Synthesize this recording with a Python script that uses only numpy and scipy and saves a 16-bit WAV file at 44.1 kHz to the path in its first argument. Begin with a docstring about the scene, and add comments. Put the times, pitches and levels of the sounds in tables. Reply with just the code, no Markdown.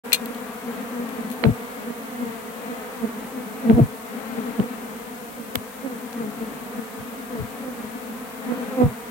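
"""A cloud of honeybees hums round a hive box outdoors, heard from a hand-held phone in its middle.
Dozens of wingbeats near 230 Hz beat against each other. Single bees sweep past; the wake of the
closest flutters on the microphone ports a moment later, and some tap the case. The phone clacks
in the hand at the start. Faint air and microphone hiss lie underneath."""
import sys
import numpy as np
from scipy import signal
from scipy.fft import rfft, irfft, next_fast_len
from scipy.io import wavfile
from scipy.ndimage import uniform_filter1d, minimum_filter1d

SR = 44100
rng = np.random.default_rng(int(sys.argv[2]) if len(sys.argv) > 2 else 0)


def transcribe(signal):
    """Save signal, clipped to [-1, 1], as a 16-bit WAV file at the path in sys.argv[1]."""
    frames = np.atleast_2d(signal).T
    limited = np.clip(frames, -1, 1)
    pcm = np.round(limited * 32767).astype(np.int16)
    wavfile.write(sys.argv[1], SR, pcm)


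N = 401310
T = np.arange(N) / SR
BEE_HZ, BEE_SPREAD = 236, .055  # wingbeat: mean, relative deviation

# outdoor air spectrum: freq_hz, gain_db
AIR_SPECTRUM = [(20, -28), (35, -35), (55, 19.5), (90, -49), (140, 17), (300, 16), (1000, -1.5),
                (2500, -26), (5000, -43)]
# microphone hiss spectrum: freq_hz, gain_db
HISS_SPECTRUM = [(100, 8), (3000, -1), (5000, -1.5), (7000, 2), (9000, 4), (10300, 2), (11500, 4.5),
                 (13200, -1), (13800, -3), (14200, 2), (14700, 1.5), (15100, -10), (15700, -5)]
# cloud envelope, before trim: time_s, fundamental_db, overtones_db
CLOUD_LEVELS = [(0.2, -43, -39.5), (0.84, -37, -39), (2.79, -42.5, -39), (3.8, -35, -40),
                (4.02, -43, -40.5), (4.54, -35.5, -38), (5.3, -45.5, -43), (6.41, -37.5, -40.5),
                (6.73, -41.5, -40.5), (8.31, -39.5, -41), (8.7, -34.5, -37), (9.05, -44.5, -40.5)]
# wingbeat overtone envelope: freq_hz, gain_db
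WING_SPECTRUM = [(460, 1), (690, -4.5), (920, -6.5), (1200, -5), (1700, -8.5), (2300, -12), (3000, -19.5),
                 (4200, -22.5), (6000, -42)]
# hand on the phone: start_s, level_db, crack_t60_s, lowpass_hz
HAND_KNOCKS = [(0.1214, -0.5, 0.0064, 3400), (.1298, -3.5, 0.046, 11000), (0.1443, -12, 0.064, 9000),
               (0.258, -26, 0.018, 14100), (.3467, -31, .02, 14000), (1.09, -33, 0.026, 14000),
               (1.301, -31, 0.024, 14000), (1.313, -31.5, 0.12, 14000)]
# knock crack spectrum: freq_hz, gain_db
CRACK_SPECTRUM = [(300, -32), (1200, -15), (2400, 1), (4200, 0.5), (5300, -6), (7000, -2), (9000, 3),
                  (10400, -3), (11700, 9.5), (13400, -1.5), (15500, 5)]
# modes of the knocked parts: freq_hz, level_db, t60_s
CASE_MODES = [(2400, -2, .05), (2482, -14, .16), (2763, 0, .06), (3190, -6, .06), (3330, -6, .06),
              (3556, -4, .06), (3700, -15, .15), (4116, 3, .05), (4182, 2, .05), (4335, -4, .05),
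              (4950, -13, .06), (6230, -8, .08), (7757, -13, .08), (9699, -6, .045), (11003, -6, .04),
              (11719, -1, .04), (14530, -15, .1)]
# closest bees: closest_s, pitch_hz, level_db, half_length_s, overtone_db, wake_db, left_minus_right_db
CLOSE_PASSES = [(0.228, 234, -31, 0.027, -6.5, -60, 5), (1.003, 241, -34, 0.083, -4, -63, 2),
                (1.451, 236, -19, 0.018, -2.5, -13.5, 8), (1.492, 222, -23, 0.012, -7, -20.5, 4),
                (2.23, 236, -29, 0.05, -11, -52, 1), (3.043, 221, -23, 0.023, -8, -59, 0),
                (3.706, 222.1, -12.5, 0.028, -10.5, -15, 1.5), (3.792, 234, -11.5, 0.0201, -8, -9.5, 1),
                (4.382, 228, -30, .03, -6.5, -58, 5), (4.6, 214, -17, 0.012, -11.5, -32, 4),
                (5.558, 250, -31, 0.0088, -4, -36, 18), (5.932, 240, -36, 0.029, -1, -62, 3),
                (6.225, 226.7, -30, 0.064, -5, -57, 3), (6.97, 230, -46, .028, -2, -41, 6),
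                (7.355, 236, -32.5, .046, -5, -29.5, 8), (7.807, 232, -35, .03, -15, -45, -2),
                (8.813, 247, -15, 0.03, -3, -14, -2)]
# bees striking the case, before trim: start_s, left_db, right_db, lowpass_hz, t60_s
BEE_TAPS = [(1.4384, -16, 4, 4100, 0.011), (1.453, -27, -13, 3500, 0.021), (3.698, -20, -7.5, 3610, 0.0088),
            (4.599, -20, -8.5, 3570, 0.0057), (5.555, -5, 0, 16000, 0.0071),
            (5.5562, -5, 0.5, 3840, 0.0078), (6.13, -18, -32, 7000, 0.0045)]
# right port response: freq_hz, gain_db
RIGHT_PORT_RESPONSE = [(100, -0.5), (800, 2.5), (1300, 0), (3000, 0.5), (4400, -4.5), (6000, -14.5),
                       (8000, -25.5), (10500, -30), (12000, -3), (13500, -1.5), (15500, 9.5)]


def undb(db):
    """Decibels to gain."""
    return 10 ** (np.asarray(db) / 20)


def unit(x):
    """Scale to rms 1."""
    return x / np.sqrt(np.mean(x ** 2))


def decay(t, t60_s):
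    """Exponential fall, 60 dB in t60_s."""
    return np.exp(-np.log(1000) * t / t60_s)


def gain_at(spectrum, hz):
    """Read a spectrum on a log-frequency axis."""
    freq_hz, gain_db = np.transpose(spectrum)
    return undb(np.interp(np.log(np.maximum(hz, 1)), np.log(freq_hz), gain_db))


def colour(x, spectrum):
    """Filter by a spectrum."""
    n = x.shape[-1]
    size = next_fast_len(n)
    bin_hz = np.arange(size // 2 + 1) * SR / size
    return irfft(rfft(x, size) * gain_at(spectrum, bin_hz), size)[..., :n]


def lowpass(x, hz, order=2):
    """Butterworth low-pass."""
    return signal.sosfilt(signal.butter(order, min(hz, .45 * SR), fs=SR, output="sos"), x)


def highpass(x, hz, order=2):
    """Butterworth high-pass."""
    return signal.sosfilt(signal.butter(order, hz, "high", fs=SR, output="sos"), x)


def walk(rate_hz, t):
    """Smooth random curve, deviation near 1, rate_hz knots a second."""
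    knots = rng.standard_normal(1024)
    place = (t - t[0]) * rate_hz + rng.random()
    k = place.astype(int)
    ease = (1 - np.cos(np.pi * (place - k))) / 2
    return knots[k] * (1 - ease) + knots[k + 1] * ease


def pan(db):
    """Stereo gains for a left-minus-right level."""
    return undb(np.array([[.5], [-.5]]) * db)


def add(out, start_s, sound):
    """Mix a sound in at start_s."""
    i = int(start_s * SR)
    a, b = max(i, 0), min(i + sound.shape[-1], N)
    out[:, a:b] += sound[:, a - i:b - i]


def outdoor_air(level_db=-51, drift_db=2.8):
    """Faint low air noise, alike at both ports."""
    mid, side = colour(rng.standard_normal((2, N)), AIR_SPECTRUM)
    air = unit(mid + side * np.array([[.5], [-.5]]))
    return air * undb(level_db + drift_db * walk(2.47, T))


def microphone_hiss(level_db=-42.5):
    """Self-noise, independent per microphone."""
    return unit(colour(rng.standard_normal((2, N)), HISS_SPECTRUM)) * undb(level_db)


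def wing_overtones(pitch_hz, phase, lowest, size=4096):
    """Wingbeat harmonics `lowest` to 25 at a phase in cycles; each bee has its own waveform."""
    k = np.arange(lowest, 26)[:, None]
    angle = 2 * np.pi * np.arange(size) / size
    strength = gain_at(WING_SPECTRUM, k * pitch_hz) * undb(2 * rng.standard_normal(k.shape))
    partials = strength * np.sin(k * angle + 2 * np.pi * rng.random(k.shape))
    cycle = unit(partials.sum(axis=0))
    return cycle[(phase * size).astype(int) % size]


def bee_cloud(count=24, range_db=3.5, dart_db=8, lag_ms=.2, side_db=3.5, pan_db=2.8, trim_db=2):
    """Many bees, each wandering in pitch, distance and bearing."""
    hum, buzz = np.zeros((2, 2, N))
    grid_s = np.linspace(0, T[-1], 2000)
    for rank in np.linspace(-1, 1, count):
        own_hz = BEE_HZ * (1 + BEE_SPREAD * rank * np.sqrt(3))
        # climbs, turns and braking, plus a tremble
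        bend = 1 + .06 * walk(9, grid_s) + .018 * walk(60, grid_s)
        pitch_hz = np.interp(T, grid_s, own_hz * bend)
        near = np.interp(T, grid_s, undb(2 * range_db * np.tanh(walk(8, grid_s) / 2)))
        # the fundamental beams fore and aft, so it flickers with each twist
        twist = np.interp(T, grid_s, walk(28, grid_s) * undb(dart_db * np.tanh(walk(70, grid_s))))
        bearing = np.interp(T, grid_s, np.sin(.95 * walk(2.5, grid_s)))
        cycles = np.cumsum(pitch_hz) / SR + 1 + rng.random()
        # nearer port: sooner and louder
        side = np.array([bearing, -bearing])
        phase = cycles + side * (own_hz * lag_ms / 1000)
        gain = near * (1 + side * (undb(side_db) - 1))
        hum += gain * twist * np.sin(2 * np.pi * phase)
        buzz += gain * wing_overtones(own_hz, phase, lowest=2)
    time_s, hum_db, buzz_db = np.transpose(CLOUD_LEVELS)
    hum = unit(hum) * undb(np.interp(T, time_s, hum_db))
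    buzz = unit(buzz) * undb(np.interp(T, time_s, buzz_db))
    return (hum + buzz) * undb(trim_db) * pan(pan_db)


def hand_knocks(ring_db=-11, pan_db=5):
    """The hand knocks the phone: a short crack, and small hard parts ring."""
    out = np.zeros((2, N))
    t = np.arange(SR // 3) / SR
    for start_s, level_db, t60_s, lowpass_hz in HAND_KNOCKS:
        crack = unit(colour(rng.standard_normal((2, len(t))), CRACK_SPECTRUM)) * decay(t, t60_s)
        ring = sum(undb(db) * np.sin(2 * np.pi * (hz * t + rng.random((2, 1)))) * decay(t, mode_t60_s)
                   for hz, db, mode_t60_s in CASE_MODES)
        # a brief or light touch rings less
        firmness = min(t60_s / .04, 1) * np.interp(level_db, [-35, -10], [.4, 1])
        knock = lowpass(crack + undb(ring_db) * firmness * ring, lowpass_hz)
        add(out, start_s, knock * undb(level_db) * pan(pan_db))
    return out


def passing_bee(t, pitch_hz, level_db, half_s, overtone_db,
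                doppler=.05, rasp_db=-8, sizzle_db=-13, flicker_db=4, lead_ms=.42):
    """One bee passes at t = 0: steep near-field swell, falling pitch."""
    along = t / (half_s * np.where(t < 0, 1, .99))
    near = (1 + along ** 2 / 1.2) ** -1.5
    receding = along / np.sqrt(1 + along ** 2)
    tremble = .025 * walk(70, t)
    cycles = np.cumsum(pitch_hz * (1 - doppler * receding + tremble)) / SR + 1 + rng.random()
    # up close the ports are driven out of step
    phase = cycles + np.array([[.5], [-.5]]) * pitch_hz * lead_ms / 1000 * near
    # the near field favours low partials
    corner_hz = np.interp(level_db, [-31, -23], [2600, 850])
    strokes = wing_overtones(pitch_hz, phase, lowest=3)
    rasp = unit(lowpass(strokes, corner_hz, order=5)) + undb(sizzle_db) * strokes
    fundamental = np.sqrt(2) * np.sin(2 * np.pi * phase)
    overtones = np.sqrt(2) * np.sin(4 * np.pi * phase) + undb(rasp_db) * rasp
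    # stirred air varies each stroke at each port
    flicker = undb(flicker_db * np.array([walk(128.64, t), walk(132, t)]))
    return (fundamental + undb(overtone_db) * overtones) * near * flicker * undb(level_db)


def wake(t, level_db, half_s, fast_hz=341.8, slow_hz=132, slowing_s=.0066, octave_db=-3, rumble_db=-12):
    """Eddies trail a bee over the ports: a low flutter that slows and dulls, in light turbulence."""
    fresh = (1 - np.tanh((t - .543 * half_s) / slowing_s)) / 2
    eddy_hz = (slow_hz + (fast_hz - slow_hz) * fresh) * (1 + .1324 * walk(145.8, t))
    phase = np.cumsum(eddy_hz) / SR + .23 * np.array([walk(62.5, t), walk(62.9, t)])
    octave = undb(octave_db) * fresh * np.sin(4 * np.pi * phase)
    flutter = np.sqrt(2) * (np.sin(2 * np.pi * phase) + octave)
    noise = lowpass(rng.standard_normal((2, len(t))), hz=170, order=3)
    rumble = unit(highpass(noise, hz=41, order=1))
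    delay_s, width_s = 1.31 * half_s, .011 + .35 * half_s  # later and longer behind a slow bee
    swell = (1 + ((t - delay_s) / width_s) ** 2 / 2) ** -2
    return (flutter + undb(rumble_db) * rumble) * swell * undb(level_db)


def close_bees():
    """The closest bees sweep past, each trailing its wake."""
    out = np.zeros((2, N))
    t = np.arange(-SR // 4, SR // 4) / SR
    for closest_s, pitch_hz, level_db, half_s, overtone_db, wake_db, pan_db in CLOSE_PASSES:
        bee = passing_bee(t, pitch_hz, level_db, half_s, overtone_db)
        add(out, closest_s + t[0], (bee + wake(t, wake_db, half_s)) * pan(pan_db))
    return out


def stray_bees(count=18, base_db=-33, pan_spread_db=5.5):
    """About two passes a second, too far off for a wake; louder where the cloud is thick."""
    out = np.zeros((2, N))
    t = np.arange(-SR // 4, SR // 4) / SR
    cloud_s, hum_db, _ = np.transpose(CLOUD_LEVELS)
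    times_s = (np.arange(count) + rng.random(count)) * T[-1] / count
    for closest_s, (detune, _, bearing) in zip(times_s, rng.standard_normal((count, 3))):
        level_db = base_db + np.interp(closest_s, cloud_s, hum_db - hum_db.mean()) / 2
        pitch_hz = BEE_HZ * (1 + BEE_SPREAD * detune)
        bee = passing_bee(t, pitch_hz, level_db, half_s=.0322, overtone_db=-6.5)
        add(out, closest_s + t[0], bee * pan(pan_spread_db * bearing))
    return out


def bee_taps(body_hz=1500, body_gain=.26, low_cut_hz=280, trim_gain=.5):
    """A bee hits the case by a port: a dry tick with a dull knock, too light for bass."""
    out = np.zeros((2, N))
    t = np.arange(SR // 10) / SR
    for start_s, left_db, right_db, lowpass_hz, t60_s in BEE_TAPS:
        noise = rng.standard_normal((2, len(t)))
        tick = unit(lowpass(noise, lowpass_hz, order=8))
        body = unit(lowpass(noise, body_hz, order=4))
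        tap = highpass(unit(tick + body_gain * body) * decay(t, t60_s), low_cut_hz)
        add(out, start_s, tap * trim_gain * undb([[left_db], [right_db]]))
    return out


def scene():
    """Stereo sum of all sources."""
    bees = bee_cloud() + stray_bees() + close_bees() + bee_taps()
    return bees + hand_knocks() + outdoor_air() + microphone_hiss()


def record(dry, low_cut_hz=38, top_hz=15950, open_s=.036, fade_s=.018):
    """Phone chain: dull right port, bass cut, limiter, clipper, fade-in, top cut."""
    x = np.array([dry[0], colour(dry[1], RIGHT_PORT_RESPONSE)])
    x = highpass(x, low_cut_hz, order=3)
    envelope = uniform_filter1d(np.abs(x).max(axis=0), size=20)
    limiter_gain = np.minimum(1, 1 / (envelope + 1e-9))
    x = x * uniform_filter1d(minimum_filter1d(limiter_gain, size=500), size=500)
    fade_in = np.clip((T - open_s) / fade_s, 0, 1)
    x = np.clip(x, -.8, .8) * fade_in
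    return signal.sosfilt(signal.ellip(10, .2, 70, top_hz, fs=SR, output="sos"), x)


dry = scene()
out = record(dry)
transcribe(out)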